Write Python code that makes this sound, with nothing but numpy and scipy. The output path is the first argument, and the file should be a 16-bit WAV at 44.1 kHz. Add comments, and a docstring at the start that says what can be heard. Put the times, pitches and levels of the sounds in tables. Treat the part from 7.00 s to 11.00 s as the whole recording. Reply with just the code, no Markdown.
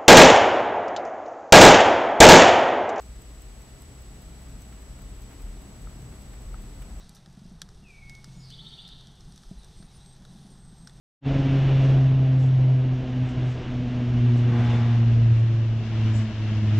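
"""Charcoal grill in a wooded yard

Flames rumble and flap in the firebox of an open grill, which hums now and then.
The coals hiss, pop and spit, and escaping steam whistles thinly. A songbird gives one falling
whistle and a quick trill, echoing among the trunks; another chirps far off."""
import sys
import numpy as np
from scipy import signal
from scipy.fft import rfft, irfft, next_fast_len
from scipy.io import wavfile
from scipy.ndimage import map_coordinates

SR = 44100
rng = np.random.default_rng(int(sys.argv[2]) if len(sys.argv) > 2 else 0)


def store_wav(level_fs):
    """Save 16-bit WAV to argv[1]."""
    pcm = np.round(np.clip(np.atleast_2d(level_fs), -1, 1) * 32767)
    wavfile.write(sys.argv[1], SR, pcm.T.astype(np.int16))


N = 176400  # 4 seconds

# the flames' rumble and the firebox's roar: pitch_hz, level_db
RUMBLE_COLOUR = [(10, -5), (20, 4.5), (50, 0), (65, -5.5), (110, -7), (135, -12.5), (205, -14.5),
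                 (290, -27), (385, -21), (500, -35), (1000, -89)]
ROAR_COLOUR = [(80, -45), (115, -14.5), (135, 3), (165, 5.5), (210, -3), (270, -12.5), (340, -23.5),
               (600, -86)]
# how each swells and fades: time_s, level_db
RUMBLE_SWELL = [(0, -53.5), (.25, -58.5), (.7, -51.5), (1.1, -52), (1.35, -53), (1.9, -52), (2.3, -54.5),
                (2.7, -52.5), (3.2, -55), (4, -54.5)]
ROAR_SWELL = [(0, -61), (.2, -56.5), (.35, -62.5), (.55, -53.5), (.65, -53), (.95, -60), (1.6, -54),
              (2.2, -58.5), (2.55, -54.5), (2.7, -59), (3.1, -58.5), (3.4, -52.5), (3.7, -55.5), (4, -54.5)]
def flames(rumble_boost_db=2):
    """Flickering flames rumble, and the firebox answers with a low roar."""
    rumble = amp(curve(RUMBLE_SWELL) + rumble_boost_db + 1.5 * wobble(9.2)) * noise(RUMBLE_COLOUR)
    roar = amp(curve(ROAR_SWELL) + 4.65 * wobble(20)) * noise(ROAR_COLOUR)
    return rumble + roar


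# flaps of flame: start_s, level_db
FLAPS = [(.099, -44.5), (0.274, -42.5), (.373, -36.5), (.416, -38), (0.453, -38.5), (.470, -43),
         (.514, -36.5), (0.83, -41), (1.191, -46), (1.275, -38), (1.376, -42.5), (2.34, -42), (2.511, -30),
         (2.8, -38), (2.825, -41), (2.843, -41), (3.211, -43.5), (3.35, -38.5), (3.449, -38.5),
         (3.727, -43)]
# the notes the firebox rings with: pitch_hz, level_db, fade_s (time to drop 60 dB)
FIREBOX_NOTES = [(148, -6.5, 0.057), (187.8, 3, 0.067), (263, -5.5, 0.023), (388, -17.5, 0.041),
                 (667, -15, 0.039)]
def flame_flaps(rise_s=.003):
    """Each flap of flame makes the firebox ring, slightly out of tune every time."""
    out = np.zeros(N)
    t = np.arange(SR // 4) / SR
    for start_s, flap_db in FLAPS:
        ring = np.zeros(len(t))
        for pitch_hz, level_db, fade_s in FIREBOX_NOTES:
            detuned_hz = pitch_hz * (1 + .03 * rng.normal())
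            ring += amp(level_db - 60 * t / fade_s) * np.sin(2 * np.pi * detuned_hz * t)
        add(out, start_s, amp(flap_db) * ring * (1 - np.exp(-(t / rise_s) ** 2)))
    return out


# puffs of flame: middle_s, level_db, pitch_hz
PUFFS = [(2.48, -37, 30), (2.581, -35.5, 43), (2.779, -43, 22)]
def flame_puffs(width_s=.012):
    """Each puff is one deep, soft push and pull of air."""
    out = np.zeros(N)
    for middle_s, level_db, pitch_hz in PUFFS:
        t = np.arange(N) / SR - middle_s
        out += amp(level_db) * np.exp(-.5 * (t / width_s) ** 2) * np.sin(2 * np.pi * pitch_hz * t)
    return out


# how the hum comes and goes: time_s, level_db
HUM_SWELL = [(0, -62.5), (.6, -61), (.8, -64), (1.1, -57.5), (1.25, -48), (1.43, -47), (1.56, -53),
             (1.85, -68), (2.03, -55), (2.25, -64.5), (2.55, -67), (2.8, -59), (4, -56.5)]
def firebox_hum(pitch_hz=130):
    """The firebox hums one low, wavering note."""
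    phase = wavering_phase(pitch_hz, waver=.01204, per_s=11)
    return np.sqrt(2) * amp(curve(HUM_SWELL) + .97 * wobble(10)) * np.sin(phase)


# the hiss of the coals: pitch_hz, level_db
HISS_COLOUR = [(1500, -18.5), (2600, -6), (3500, 5.5), (4800, 2), (6100, 3), (7100, -8), (8400, 0.5),
               (9600, -7), (12000, -14.5), (14000, -20.5), (15500, -48)]
# how it swells and fades: time_s, level_db
HISS_SWELL = [(0, -63), (.3, -68), (.75, -65.5), (1.2, -62.5), (2.1, -65), (2.5, -62), (2.85, -64),
              (3.3, -65), (3.7, -65.5), (4, -65.5)]
# pops of coal and spits of fat: start_s, level_db, decay_s, brightness_db_per_octave, ring_hz
POPS = [(.093, -44.5, 0.0011, 9, 4170), (.260, -50, 0.002, -3.5, 3960), (.6171, -35, .001, -2, 1520),
        (0.6174, -29.5, 0.00096, -2, 3460), (0.6888, -47.5, 0.0012, -3, 5600),
        (1.096, -41.5, 0.00094, 0, 5070), (1.1509, -43, 0.00065, 2, 5900),
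        (1.2433, -38.5, 0.00086, 0, 4680), (1.5033, -41, .0006, -0.5, 4700), (1.878, -45, .0006, 3, 3700),
        (1.889, -44, .001, 1, 3500), (2.0095, -48, .00065, 0, 3400), (2.0711, -45.5, 0.00095, 0.5, 3900),
        (2.207, -47, .0007, 0, 5600), (2.3222, -46.5, .0006, -0.5, 5200), (2.360, -49.5, .0011, 2, 5400),
        (2.377, -46, 0.0014, 1.5, 3870), (2.434, -51.5, 0.002, -4, 3320), (2.633, -49.5, .0008, -2, 3500),
        (2.6454, -47, .0007, 3, 5700), (2.826, -43, 0.00037, -4, 4080), (3.061, -49, .0007, 1, 3700),
        (3.251, -46.5, .0012, -1.5, 3800), (3.8716, -43.5, 0.00079, -3.5, 1550),
        (3.8737, -36.5, 0.00064, -1, 5600), (3.8956, -48.5, .001, -1, 3600)]
SPITS = [(.005, -61, 0.06, -3.5, 3980), (0.148, -56.5, .008, 11, 5000), (.156, -58.5, 0.008, 12, 6000),
         (0.166, -58.5, 0.016, -3, 3800)]
def coals(ticks_per_s=90):
    """Hot coals pop, fat spits, and many tiny random ticks sound over a hiss."""
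    out = amp(curve(HISS_SWELL) + 1.2 * wobble(14)) * noise(HISS_COLOUR)
    for start_s, level_db, decay_s, brightness, ring_hz in POPS + SPITS:
        add(out, start_s, amp(level_db) * crack(decay_s, brightness, ring_hz))
    for when, strength, bright, pitch in rng.random((int(ticks_per_s * N / SR), 4)):
        level_db = -63 + 2.3 * min(-np.log(1 - strength), 3)  # most ticks are faint
        ring_hz = np.interp(pitch, [0, 1], [3400, 8080])
        tick = crack(decay_s=.0006, brightness=2 + 7 * (bright - .5), ring_hz=ring_hz)
        add(out, when * N / SR, amp(level_db) * tick)
    return out


# how a pop rings among the coals and grate: pitch_hz, level_db
GRILL_COLOUR = [(300, -21), (900, -18), (1300, -4), (1800, -5), (2200, -15), (2750, -16), (3450, -2.5),
                (4600, -1), (5100, -4), (5750, 0), (6700, -8.5), (7900, -7.5), (11200, -15), (13500, -25),
                (15000, -41)]
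def crack(decay_s, brightness, ring_hz, rise_s=.0004, tail_s=.006, size=8192):
    """A coal splits: a dying burst of noise, coloured by the coal's own ring and by the grill."""
    t, hz = np.arange(size) / SR, np.fft.rfftfreq(size, 1 / SR)
    fade = np.exp(-t / decay_s) + amp(-17) * np.exp(-t / tail_s)
    burst = (1 - np.exp(-t / rise_s)) * fade * rng.standard_normal(size)
    ring_db = 6.5 * np.exp(-.5 * (np.log2((hz + 1) / ring_hz) / .13) ** 2)
    octaves_up = np.log2(np.maximum(hz, 1000) / 1000)
    colour_db = along(GRILL_COLOUR, hz) + brightness * octaves_up + ring_db
    # a filter that rings only after the burst, so the start stays sharp
    cepstrum = irfft(np.log(amp(colour_db)))
    colour = np.exp(rfft(2 * cepstrum[:size // 2], size) - cepstrum[0])
    pop = irfft(rfft(burst) * colour)
    return pop * np.sqrt(decay_s * SR) / np.linalg.norm(pop)


# steam whistles, one list of points each: time_s, pitch_hz, level_db
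STEAM_WHISTLES = [
    [(1.32, 6600, -74), (1.37, 6900, -67), (1.45, 6900, -72)],
    [(2.26, 8240, -72), (2.29, 8840, -72), (2.32, 9080, -71), (2.35, 8450, -78)],
    [(2.585, 8990, -68), (2.605, 9700, -69), (2.63, 8500, -78), (2.645, 8300, -64), (2.66, 9070, -69)],
    [(2.77, 8200, -67.5), (2.795, 8500, -63), (2.83, 8800, -67), (2.89, 8950, -80)],
    [(2.93, 9040, -67), (2.95, 9130, -71), (2.975, 9250, -67), (2.99, 8600, -75), (3.03, 8200, -70),
     (3.09, 8270, -61), (3.13, 8300, -64), (3.15, 8050, -69)],
    [(3.29, 8200, -72), (3.38, 9560, -81), (3.44, 9200, -70), (3.49, 9660, -77)],
    [(3.5, 8690, -68), (3.53, 8540, -69.5), (3.64, 8190, -64.5), (3.75, 8260, -72.5), (3.83, 8330, -61),
     (3.92, 8130, -73), (3.99, 8450, -69)],
]
# short pips of steam: middle_s, pitch_hz, level_db
STEAM_PIPS = [(1.372, 8400, -66.5), (1.689, 8360, -61), (1.825, 8600, -66)]
def steam(half_pip_s=.0071, flutter_db=3):
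    """Steam leaves the coals in thin, unsteady whistles and pips."""
    pips = [[(s - half_pip_s, hz, db - 4), (s, hz, db), (s + half_pip_s, hz, db - 17)]
            for s, hz, db in STEAM_PIPS]
    whistles = sum(whistle(points, waver=.006) for points in STEAM_WHISTLES + pips)
    return whistles * amp(flutter_db * wobble(60))


# the songbird's falling whistle: time_s, pitch_hz, level_db
BIRD_CALL = [(.828, 2840, -69), (.865, 2540, -60), (.915, 2340, -59.5), (.95, 2275, -62),
             (1.012, 2240, -68), (1.025, 2202, -54.5), (1.1, 2196, -53.3), (1.192, 2196, -53.8),
             (1.203, 2200, -64)]
def bird_call(fall_end_s=1.015):
    """A whistle slides down and holds; trunks echo it and leaves smear its raspy fall."""
    call = whistle(BIRD_CALL, waver=.003) * amp(1.3 * wobble(100))
    fall = whistle([point for point in BIRD_CALL if point[0] < fall_end_s], waver=.018)
    echo = amp(-9.5) * np.std(call) * unit(woods(call))
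    return call + echo + amp(1) * leaves(fall, decay_s=.11)


# the high downward slide that opens the trill: time_s, pitch_hz, level_db
TRILL_SLIDE = [(1.385, 5600, -66), (1.405, 5050, -55), (1.435, 4650, -54), (1.465, 4350, -53.5),
               (1.5, 3900, -57)]
# the notes of the trill: start_s, level_db
TRILL_BEATS = [(1.508, -46), (1.576, -45), (1.643, -45), (1.71, -46), (1.775, -46), (1.84, -47),
               (1.903, -49.5), (1.97, -59)]
# one note's body and the upward flick that ends it: time_in_note_s, pitch_hz, level_db
TRILL_NOTE = [(0, 3050, -7), (.007, 3330, -2), (.014, 3510, 0), (.024, 3680, -2), (.03, 3850, -9)]
TRILL_FLICK = [(.026, 3850, -7), (.036, 4250, -6), (.05, 4700, -9)]
def bird_trill():
    """The songbird sings a raspy slide, then repeats one rising note fast among the trees."""
    notes, flicks = chirps(TRILL_NOTE, TRILL_BEATS), chirps(TRILL_FLICK, TRILL_BEATS)
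    slide = leaves(whistle(TRILL_SLIDE, waver=.045), decay_s=.085)
    near = leaves(notes, decay_s=.015) + leaves(flicks, decay_s=.07)
    return slide + amp(-3) * near + amp(-2.5) * woods(notes + flicks)


# a second bird's chirps: start_s, level_db
FAR_BEATS = [(2.576, -58.5), (2.615, -62), (2.711, -65), (2.801, -68), (2.881, -62), (3.0, -59),
             (3.101, -63), (3.275, -62.5), (3.36, -67)]
# one chirp: time_in_note_s, pitch_hz, level_db
FAR_NOTE = [(0, 3860, 2), (.014, 4030, -9), (.03, 3880, -9)]
def far_bird():
    """Another bird chirps far off, blurred by leaves."""
    return leaves(chirps(FAR_NOTE, FAR_BEATS), decay_s=.03)


# how long the woods echo: pitch_hz, fade_s (time to drop 60 dB)
ECHO_FADES = [(1000, 1.3), (2200, 1.87), (4000, 0.77), (8000, 0.83)]
def woods(sound):
    """Sound bounces off many trunks and returns as a soft echo."""
    hz, t, bands = signal.stft(rng.standard_normal(SR * 3 // 2), SR, nperseg=256)
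    fade = amp(-60 * t / along(ECHO_FADES, hz)[:, None])
    tail = signal.istft(bands * fade, SR, nperseg=256)[1]
    return signal.fftconvolve(sound, tail / np.linalg.norm(tail))[:N]


def leaves(sound, decay_s):
    """Leaves and near trunks smear a sound briefly; its level stays the same."""
    t = np.arange(SR // 4) / SR
    tail = rng.standard_normal(len(t)) * np.exp(-t / decay_s)
    return unit(signal.fftconvolve(sound, tail)[:N]) * np.std(sound)


# how a distant tone comes and goes: time_s, level_db
TONE_SWELL = [(0, -110), (1.5, -100), (1.62, -69), (1.8, -71.5), (1.95, -73), (2.2, -104), (4, -110)]
# its overtones: pitch_multiple, level_db
TONE_OVERTONES = [(2, -1.5), (3, 1), (4, -6.5)]
def distant_tone(base_hz=445.4):
    """A faint tone sounds once, made only of the overtones of its base pitch."""
    phase = wavering_phase(base_hz, waver=.00993, per_s=40)
    tone = sum(amp(level_db) * np.sin(multiple * phase) for multiple, level_db in TONE_OVERTONES)
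    return amp(curve(TONE_SWELL)) * tone


# the lower and higher hush of the yard: pitch_hz, level_db
LOW_AIR_COLOUR = [(180, -38), (300, -7), (350, -2.5), (560, -8), (811, -2.5), (962, -8.5), (1410, -10),
                  (1530, -11), (1950, -13), (2600, -31.5), (3400, -75)]
HIGH_AIR_COLOUR = [(1300, -34), (2000, -2), (2800, 0), (3300, -27)]
# how the higher hush swells and fades: time_s, level_db
HIGH_AIR_SWELL = [(0, -74.5), (.7, -79), (1.35, -75), (1.6, -74), (1.9, -72.5), (2.15, -83.5), (2.9, -74.5),
                  (3.45, -88), (4, -78)]
def outdoor_air():
    """A soft hush lies behind everything."""
    low = amp(-65 + .54 * wobble(6.07)) * noise(LOW_AIR_COLOUR)
    return low + amp(curve(HIGH_AIR_SWELL)) * noise(HIGH_AIR_COLOUR)


def chirps(note, beats):
    """Repeat one raspy note at each (start_s, level_db)."""
    return sum(whistle(np.add(note, [start_s, 0, level_db]), waver=.04) for start_s, level_db in beats)


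def whistle(points, waver, edge_s=.0017):
    """A tone with soft ends that follows (time_s, pitch_hz, level_db) points."""
    s, hz, db = np.transpose(points)
    t = np.arange(N) / SR
    fade_in = np.clip((t - s[0]) / edge_s + 1, 0, 1)
    fade_out = np.clip((s[-1] - t) / edge_s + 1, 0, 1)
    phase = wavering_phase(np.interp(t, s, hz), waver, per_s=300)
    return np.sqrt(2) * fade_in * fade_out * amp(np.interp(t, s, db)) * np.sin(phase)


def wavering_phase(pitch_hz, waver, per_s):
    """The angle of a sine wave whose pitch strays by about the fraction waver."""
    return 2 * np.pi * np.cumsum(pitch_hz * (1 + waver * wobble(per_s))) / SR


def wobble(per_s):
    """A smooth curve through per_s random values a second."""
    return map_coordinates(rng.standard_normal(int(N * per_s / SR) + 4), [np.arange(N) * per_s / SR])


def noise(colour):
    """Noise of average (rms) size 1; colour says how strong each pitch is."""
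    gains = amp(along(colour, np.fft.rfftfreq(N, 1 / SR)))
    return unit(irfft(rfft(rng.standard_normal(N)) * gains, N))


def curve(points):
    """Join (time_s, value) points, one value a sample."""
    return np.interp(np.arange(N) / SR, *np.transpose(points))


def along(points, hz):
    """Read between (pitch_hz, value) points, with octaves evenly spaced."""
    pitches, values = np.transpose(points)
    return np.interp(np.log(hz + 1), np.log(pitches + 1), values)


def amp(db):
    """Turn decibels into a multiplier."""
    return 10 ** (np.asarray(db) / 20)


def unit(sound):
    """Scale to an average (rms) size of 1."""
    return sound / np.sqrt(np.mean(sound ** 2) + 1e-20)


def add(track, start_s, sound):
    """Mix a sound into the track at start_s."""
    i = max(0, round(start_s * SR))
    track[i:i + len(sound)] += sound[:max(0, N - i)]


def scene():
    """Grill, birds and background, the same in both channels."""
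    grill = coals() + flames() + flame_flaps() + flame_puffs() + firebox_hum() + steam()
    birds = bird_call() + bird_trill() + far_bird()
    mono = grill + birds + distant_tone() + outdoor_air()
    return np.array([mono, mono])


def record(dry):
    """Cut away the very highest treble."""
    size = next_fast_len(N + SR // 4)
    kept = np.fft.rfftfreq(size, 1 / SR) < 15400  # Hz
    return irfft(rfft(dry, size) * kept, size)[:, :N]


dry = scene()
out = record(dry)
store_wav(out)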